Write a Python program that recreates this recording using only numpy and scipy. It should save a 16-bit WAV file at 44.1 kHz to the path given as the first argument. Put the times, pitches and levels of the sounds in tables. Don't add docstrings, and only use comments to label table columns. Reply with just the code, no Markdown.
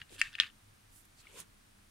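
import sys
import numpy as np
from scipy import signal
from scipy.fft import rfft, irfft
from scipy.io import wavfile
from scipy.ndimage import uniform_filter1d

SR = 44100
rng = np.random.default_rng(int(sys.argv[2]) if len(sys.argv) > 2 else 0)


def field_ratio(decibels):
    return 10 ** (np.asarray(decibels, dtype=float) / 20)


def wav_out(sig):
    wavfile.write(sys.argv[1], SR, np.round(np.clip(np.atleast_2d(sig).T, -1, 1) * 32767).astype(np.int16))


N = 83790

# [f/Hz, level re blow/dB, t60/s, left-right/dB]
BOX = [(1250, -58, 0.0073, -3.5), (1620, -29, .02, -3), (1820, -6.5, 0.025, -3), (7170, -17, .015, -7.5),
       (8270, -22.5, 0.013, -11), (9100, -15.5, .012, -11.5), (9750, -22.5, 0.021, -18.5)]
# [f/Hz, level re blow/dB, t60/s, left-right/dB]
FLOOR = [(940, -18.5, .04, -0.5), (1224, -19, 0.037, -3.5), (2220, -26.5, 0.035, 2), (2770, -22, 0.024, 0),
         (3100, -32, 0.027, 1.5), (3656, -26, 0.035, 14.5), (3984, -20, 0.011, 5.5),
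         (4700, -15.5, 0.00977, 3.5), (5130, -13.5, .015, -3.5), (5580, -23, 0.0061, -2.5)]
PUSH_S, DROP_S, LANDING_S = 0.00031, 0.00034, 0.00025
PUSH_CRACK_DB, DROP_CRACK_DB = -16.5, -24.5
LAG_S, LANDING_LAG_S = 0.00002, 0.000055


def evened(x):
    return x / np.sqrt(np.mean(x ** 2) + 1e-20)


def read(points, hz):
    f, value = np.transpose(points)
    return np.interp(np.log(hz + 1), np.log(f + 1), value)


def sides(lr_db):
    return field_ratio(np.array([[0.5], [-0.5]]) * lr_db)


def shaped(x, gain):
    return irfft(rfft(x) * gain(np.fft.rfftfreq(x.shape[-1], 1 / SR)), x.shape[-1])


def bell(hz, width_hz):
    return lambda f: 1 / (1 + (2 * (f - hz) / width_hz) ** 2)


def shared_noise(same):
    return lambda a, b: np.array([a, same * a + np.sqrt(1 - np.minimum(same, 1) ** 2) * b])


def blip(s, hz, spread_s):
    out = np.zeros(N)
    at = round(s * SR) + np.arange(-250, 250)
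    t = at / SR - s
    out[at] = np.exp(-0.5 * (t / spread_s) ** 2) * np.cos(2 * np.pi * hz * t)
    return out


def blow(s, hz, rise_s, t60):
    out = np.zeros(N)
    at = round(s * SR) + np.arange(-100, 600)
    t = at / SR - s
    swell = np.exp(-0.5 * (t / rise_s) ** 2)
    decay = field_ratio(-60 * abs(t) / t60)
    out[at] = np.where(t < 0, swell, decay) * np.cos(2 * np.pi * hz * t)
    return out


def room():
    # [f/Hz, density/dB]
    hiss = [(12, -31.5), (20, -7), (104, -9), (176, -14.5), (283, -11.5), (537, -19), (635, -18),
            (1510, -16.5), (15700, -31)]
    # [f/Hz, correlation]
    likeness = [(60, 0.98), (150, 0.97), (380, -0.33), (950, -0.19), (2380, -0.02), (5980, 0.43),
                (15000, 0.07)]
    # [f/Hz, level/dB, width/Hz]
    hum_rows = [(27.32, -72.5, 6), (101, -75, 13.8), (204.2, -81.5, 14), (9160, -81.5, 1500)]
    a, b = rfft(rng.standard_normal((2, N)))
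    same = np.clip(read(likeness, np.fft.rfftfreq(N, 1 / SR)), -1, 1)
    noise = irfft(shared_noise(same)(a, b), N)
    hums = sum(field_ratio(db) * evened(shaped(noise, bell(hz, width))) for hz, db, width in hum_rows)
    return field_ratio(-65) * evened(shaped(noise, lambda f: field_ratio(read(hiss, f)))) + hums


def echoes(x):
    level_db, t60 = -14, 0.12
    t = np.arange(9000) / SR
    present = (rng.random((2, 9000)) < 0.05) * (t > 0.003)
    taps = rng.choice([-1., 1.], (2, 9000)) * present * field_ratio(-60 * t / t60)
    return field_ratio(level_db) * signal.fftconvolve(x, taps / np.linalg.norm(taps[0]), axes=1)[:, :N]


def strokes(times, rows, width, grit, same):
    t, out = np.arange(N) / SR, np.zeros((2, N))
    for s, (rise_s, fall_s, db, hz) in zip(times, rows):
        a, b, c = rng.standard_normal((3, N))
        roughness = np.exp(grit * evened(uniform_filter1d(c, 60)))
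        noise = shared_noise(same)(a, b) * roughness
        u = np.where(t < s, (s - t) / rise_s, (t - s) / fall_s)
        band = evened(shaped(noise, bell(hz, max(width * hz, 60.0))))
        out += field_ratio(db) * np.exp(-2 * u ** 2) * band
    return out


def squeaks():
    times = [.015, .19, .195, .197, .2, .282, .42, 1.2, 1.355, 1.365, 1.39, 1.402]
    # [rise/s, fall/s, level/dB, f/Hz]
    rows = [(0.018, 0.033, -56.5, 112), (0.0081, .008, -53, 3150), (0.0057, 0.013, -56.5, 275),
            (0.0057, .014, -48, 4660), (.015, 0.019, -54.5, 9600), (0.012, 0.03, -58.5, 117),
            (.02, 0.025, -59.5, 125), (0.031, 0.027, -67.5, 4360), (0.045, .06, -68.5, 2350),
            (0.052, 0.032, -59, 497), (0.067, 0.018, -64.5, 1000), (0.013, 0.06, -61, 178)]
    return strokes(times, rows, width=.16, grit=0.34, same=0.99)


def rubs():
    times = [.125, .142, .145, .2, .225, .41, .405, .92, .97, 1.055, 1.205, 1.206, 1.3, 1.35, 1.39, 1.395,
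             1.4, 1.385]
    # [rise/s, fall/s, level/dB, f/Hz]
    rows = [(0.031, 0.063, -61, 430), (0.058, 0.042, -60, 8000), (0.063, 0.026, -59.5, 3100),
            (0.023, .015, -54, 7800), (0.0069, 0.12, -63, 7400), (0.01, .07, -70, 7500),
            (0.0088, 0.077, -64, 260), (0.0061, .008, -76, 6200), (0.073, 0.08, -62, 9600),
            (0.0067, 0.006, -63, 10500), (0.0473, 0.028, -65, 7500), (.04, 0.018, -65, 4300),
            (0.13, 0.06, -64, 2730), (0.081, 0.11, -66, 403), (0.045, 0.066, -63, 1460),
            (0.062, 0.045, -55, 3080), (0.042, 0.03555, -52, 7950), (0.13, 0.029, -62, 8000)]
    return strokes(times, rows, width=0.8, grit=0.22, same=0.26)


def bright_ticks():
    # [t/s, peak level/dB, f/Hz]
    rows = [(.1418, -53.5, 8800), (0.47, -49, 4600), (.3304, -53.5, 5570), (.3303, -61, 10000),
            (1.392, -45, 9330), (1.402, -51.5, 4100), (1.4029, -35.5, 9900), (1.404, -48, 13660),
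            (1.4031, -42, 6440), (1.410, -47.5, 9300)]
    spread_s = 0.00044
    return sum(field_ratio(db) * blip(s, hz, spread_s) * (1 + 0.5 * rng.standard_normal((2, N)))
               for s, db, hz in rows)


def fingertip_taps():
    # [t/s, peak level/dB, f/Hz]
    rows = [
        (1.255, -56, 1320),
        (1.2709, -46.5, 2220),
        (1.274, -54.5, 2800),
        (1.276, -57, 2130),
    ]
    return sum(field_ratio(db) * blip(s, hz, 0.0012) for s, db, hz in rows)


def placed(bright):
    # [f/Hz, left-right/dB]
    side = [(1500, 6), (4500, 1), (8000, -9), (15000, -6)]
    left = shaped(bright[0], lambda f: field_ratio(0.5 * read(side, f)))
    right = shaped(bright[1], lambda f: field_ratio(-0.5 * read(side, f)))
    return np.array([left, right])


def box(drive, modes):
    t = np.arange(4000) / SR
    ring = sum(sides(lr_db) * field_ratio(db - 60 * t / t60) * np.sin(2 * np.pi * hz * t)
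               for hz, db, t60, lr_db in modes)
    return signal.fftconvolve(drive, ring, axes=1)[:, :N]


def chatter():
    # [t/s, level/dB]
    force_points = [(0, -56.5), (0.011, -66.5), (0.018, -52.5), (.04, -81.5), (0.172, -67), (.195, -48.5),
                    (.213, -64.5), (0.225, -50.5), (0.274, -56), (0.311, -67), (.34, -60.5), (.375, -66.5),
                    (0.399, -61), (0.403, -42.5), (0.428, -49.5), (.47, -54.5), (.52, -81), (.6, -100)]
    slips_per_s, spread_db = 1800, 5.5
    size = field_ratio(spread_db * np.minimum(rng.exponential(1, (2, N)), 3))
    size *= rng.random((2, N)) < slips_per_s / SR
    size *= rng.choice([-1., 1.], (2, N))
    slips = shaped(size + 1.1 * size[::-1], bell(2500, 3400.0))
    force = field_ratio(np.interp(np.arange(N) / SR, *np.transpose(force_points)))
    wood_rms = box(slips, BOX + FLOOR).std()
    return force * 1.07 * evened(slips) + 0.63 * box(force * slips, BOX + FLOOR) / wood_rms


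def rattles():
    # [t/s, peak level/dB, f/Hz, left-right/dB]
    rows = [(.1827, -46, 2800, -3), (.2013, -42, 2830, -3), (.2326, -47.5, 1670, 1),
            (.2358, -41.5, 1680, 6), (.2398, -47, 2400, 1), (.2441, -45, 2220, -4.5),
            (.2472, -43.5, 2560, 7.5), (.252, -44, 2650, 4), (.2545, -44.5, 2180, 6.5),
            (.2589, -43, 1850, 6), (0.259, -44.5, 2700, 4.5), (.2635, -44.5, 1720, 13),
            (.2673, -43, 2100, 4.5), (.27, -44, 1830, 0), (.273, -41, 2680, 6), (.2776, -47, 2580, 4),
            (.2822, -45, 2580, 4), (.2897, -54, 3000, 14), (.2923, -51.5, 2350, 5), (.3224, -55, 2670, 1.5),
            (.3313, -49.5, 1500, 0.5), (.3416, -48, 1740, 1), (.343, -47.5, 3530, 0.5),
            (.3469, -50, 3670, -2), (.3629, -49.5, 2860, 8.5), (.3794, -53, 3010, 2),
            (.4187, -38.5, 3320, -0.5), (.4235, -33.5, 1790, 0), (.4308, -42, 2560, 9),
            (0.4362, -37.5, 1790, -1), (.4382, -37, 1790, -0.5), (.4476, -46, 1760, 4),
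            (.4532, -45, 3120, -3), (.4609, -50, 2410, 1), (.4651, -55, 1810, -1), (.468, -71, 1830, 0),
            (.4723, -49, 3580, 10), (.4778, -50, 2990, -1), (.4813, -54, 1830, 2), (.4856, -63, 1970, 12),
            (.4905, -53, 3600, 4), (.5033, -57, 2930, 5)]
    rise_s, t60 = 0.0004, 0.011
    return sum(field_ratio(db) * sides(lr_db) * blow(s, hz, rise_s, t60) for s, db, hz, lr_db in rows)


def knocks(rows, modes, contact_s, t60, crack_db, lag_s=LAG_S):
    drive_s = 0.00016
    edge_db, edge_hz, edge_s = -10, 4900, 0.00005
    hard_db, soften = -10, 0.32
    crack_t60, crack_hz, crack_width_hz = 0.013, 7000, 7930
    heard, drive, start = np.zeros((3, 2, N))
    area = SR * np.sqrt(np.pi / 2)
    for s, db, hz, lr_db in rows:
        hard = field_ratio(soften * min(db - hard_db, 0))
        for k, at in enumerate((s + lag_s, s)):
            size = field_ratio(db) * sides(lr_db)[k]
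            peak_s = at + 2 * contact_s
            edge = hard * blip(at + contact_s, edge_hz, edge_s)
            push = blip(peak_s - 1 / (4 * hz), hz, drive_s)
            heard[k] += size * blow(peak_s, hz, contact_s, t60)
            drive[k] += size * (push / drive_s + field_ratio(edge_db) * edge / edge_s) / area
            start[k, round((at + contact_s) * SR)] = hard * size[0]
    fade = signal.lfilter([1], [1, -field_ratio(-60 / crack_t60 / SR)], start)
    splinters = shaped(rng.standard_normal((2, N)), lambda f: bell(crack_hz, crack_width_hz)(f) ** 2)
    return np.array([heard + box(drive, modes), field_ratio(crack_db) * fade * evened(splinters)])


def first_tap():
    # [t/s, peak level/dB, contact f/Hz, left-right/dB]
    rows = [
        (.0163, -38, 2850, 0.93),
    ]
    # [f/Hz, level re blow/dB, t60/s, left-right/dB]
    lid = [(1830, 8.5, 0.0093, 4), (2850, -6.5, 0.03, 10), (3300, -11, 0.027, 6), (4000, -10, 0.029, 4)]
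    return knocks(rows, lid, PUSH_S, 0.0035, PUSH_CRACK_DB)


def pushes():
    # [t/s, peak level/dB, contact f/Hz, left-right/dB]
    rows = [
        (.0945, -53.5, 3840, 9),
        (.1415, -67, 2600, -6),
        (.164, -48, 3020, -1),
        (.2055, -34, 3200, 2),
        (.2148, -11.5, 2300, 2.5),
        (.2230, -30, 2300, -5.5),
        (.330, -45.5, 3220, -2),
        (.3385, -44, 3520, 1.5),
        (.3522, -30.5, 2700, 6.5),
        (.3546, -34, 2940, 4),
    ]
    # [f/Hz, level re blow/dB, t60/s, left-right/dB]
    wall = [(2300, -25, 0.02, 0), (2675, -13.5, .03, 8.5), (2700, -18, .025, 16.5), (3270, -30, .02, 1.5),
            (4170, -21, .025, 3), (4733, -12.5, 0.018, -11.5), (4966, -10.5, 0.014, -6.5)]
    return knocks(rows, BOX + wall, PUSH_S, 0.0032, PUSH_CRACK_DB)


def drops():
    # [t/s, peak level/dB, contact f/Hz, left-right/dB]
    rows = [(.3835, -43.5, 3400, 0.5), (.3845, -36.5, 1804, -1.5), (.3888, -30, 2500, 0.5),
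            (.4070, -24, 2600, 1), (.4088, -25.5, 3300, 3), (.4106, -29, 2860, 2), (.4125, -30, 3560, 3),
            (.422, -28, 2540, 4.5), (.434, -29.5, 2580, 7.5), (.442, -33.5, 2900, 4.5),
            (.4562, -42, 2610, 13), (.500, -56, 2920, 20)]
    return knocks(rows, BOX + FLOOR, DROP_S, 0.0059, DROP_CRACK_DB)


def landing():
    # [t/s, peak level/dB, contact f/Hz, left-right/dB]
    rows = [
        (0.4001, -8, 3270, -1),
    ]
    # [f/Hz, level re blow/dB, t60/s, left-right/dB]
    bed = [(1480, -21.5, .008, 0), (1790, -8, .015, 2), (3731, -9, .007, 7.5), (4250, -11.5, 0.0091, -4),
           (5140, -12.5, 0.0045, -4), (5740, -26, .006, 0)]
    return knocks(rows, BOX + FLOOR + bed, LANDING_S, 0.005, DROP_CRACK_DB, LANDING_LAG_S)


def scene():
    blows, crack = pushes() + drops() + first_tap() + landing()
    low_cut = signal.butter(6, 1220, "high", fs=SR, output="sos")
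    wood = signal.sosfilt(low_cut, blows + rattles() + chatter())
    bright = placed(rubs() + bright_ticks() + fingertip_taps() + crack)
    return wood + echoes(wood + crack) + bright + squeaks() + room()


def band_limit(x):
    return signal.sosfilt(signal.butter(12, 15830, fs=SR, output="sos"), x)


def record(dry):
    top_hz = 15830
    mix = shaped(dry, lambda f: f < top_hz)
    return band_limit(mix)


dry = scene()
out = record(dry)
wav_out(out)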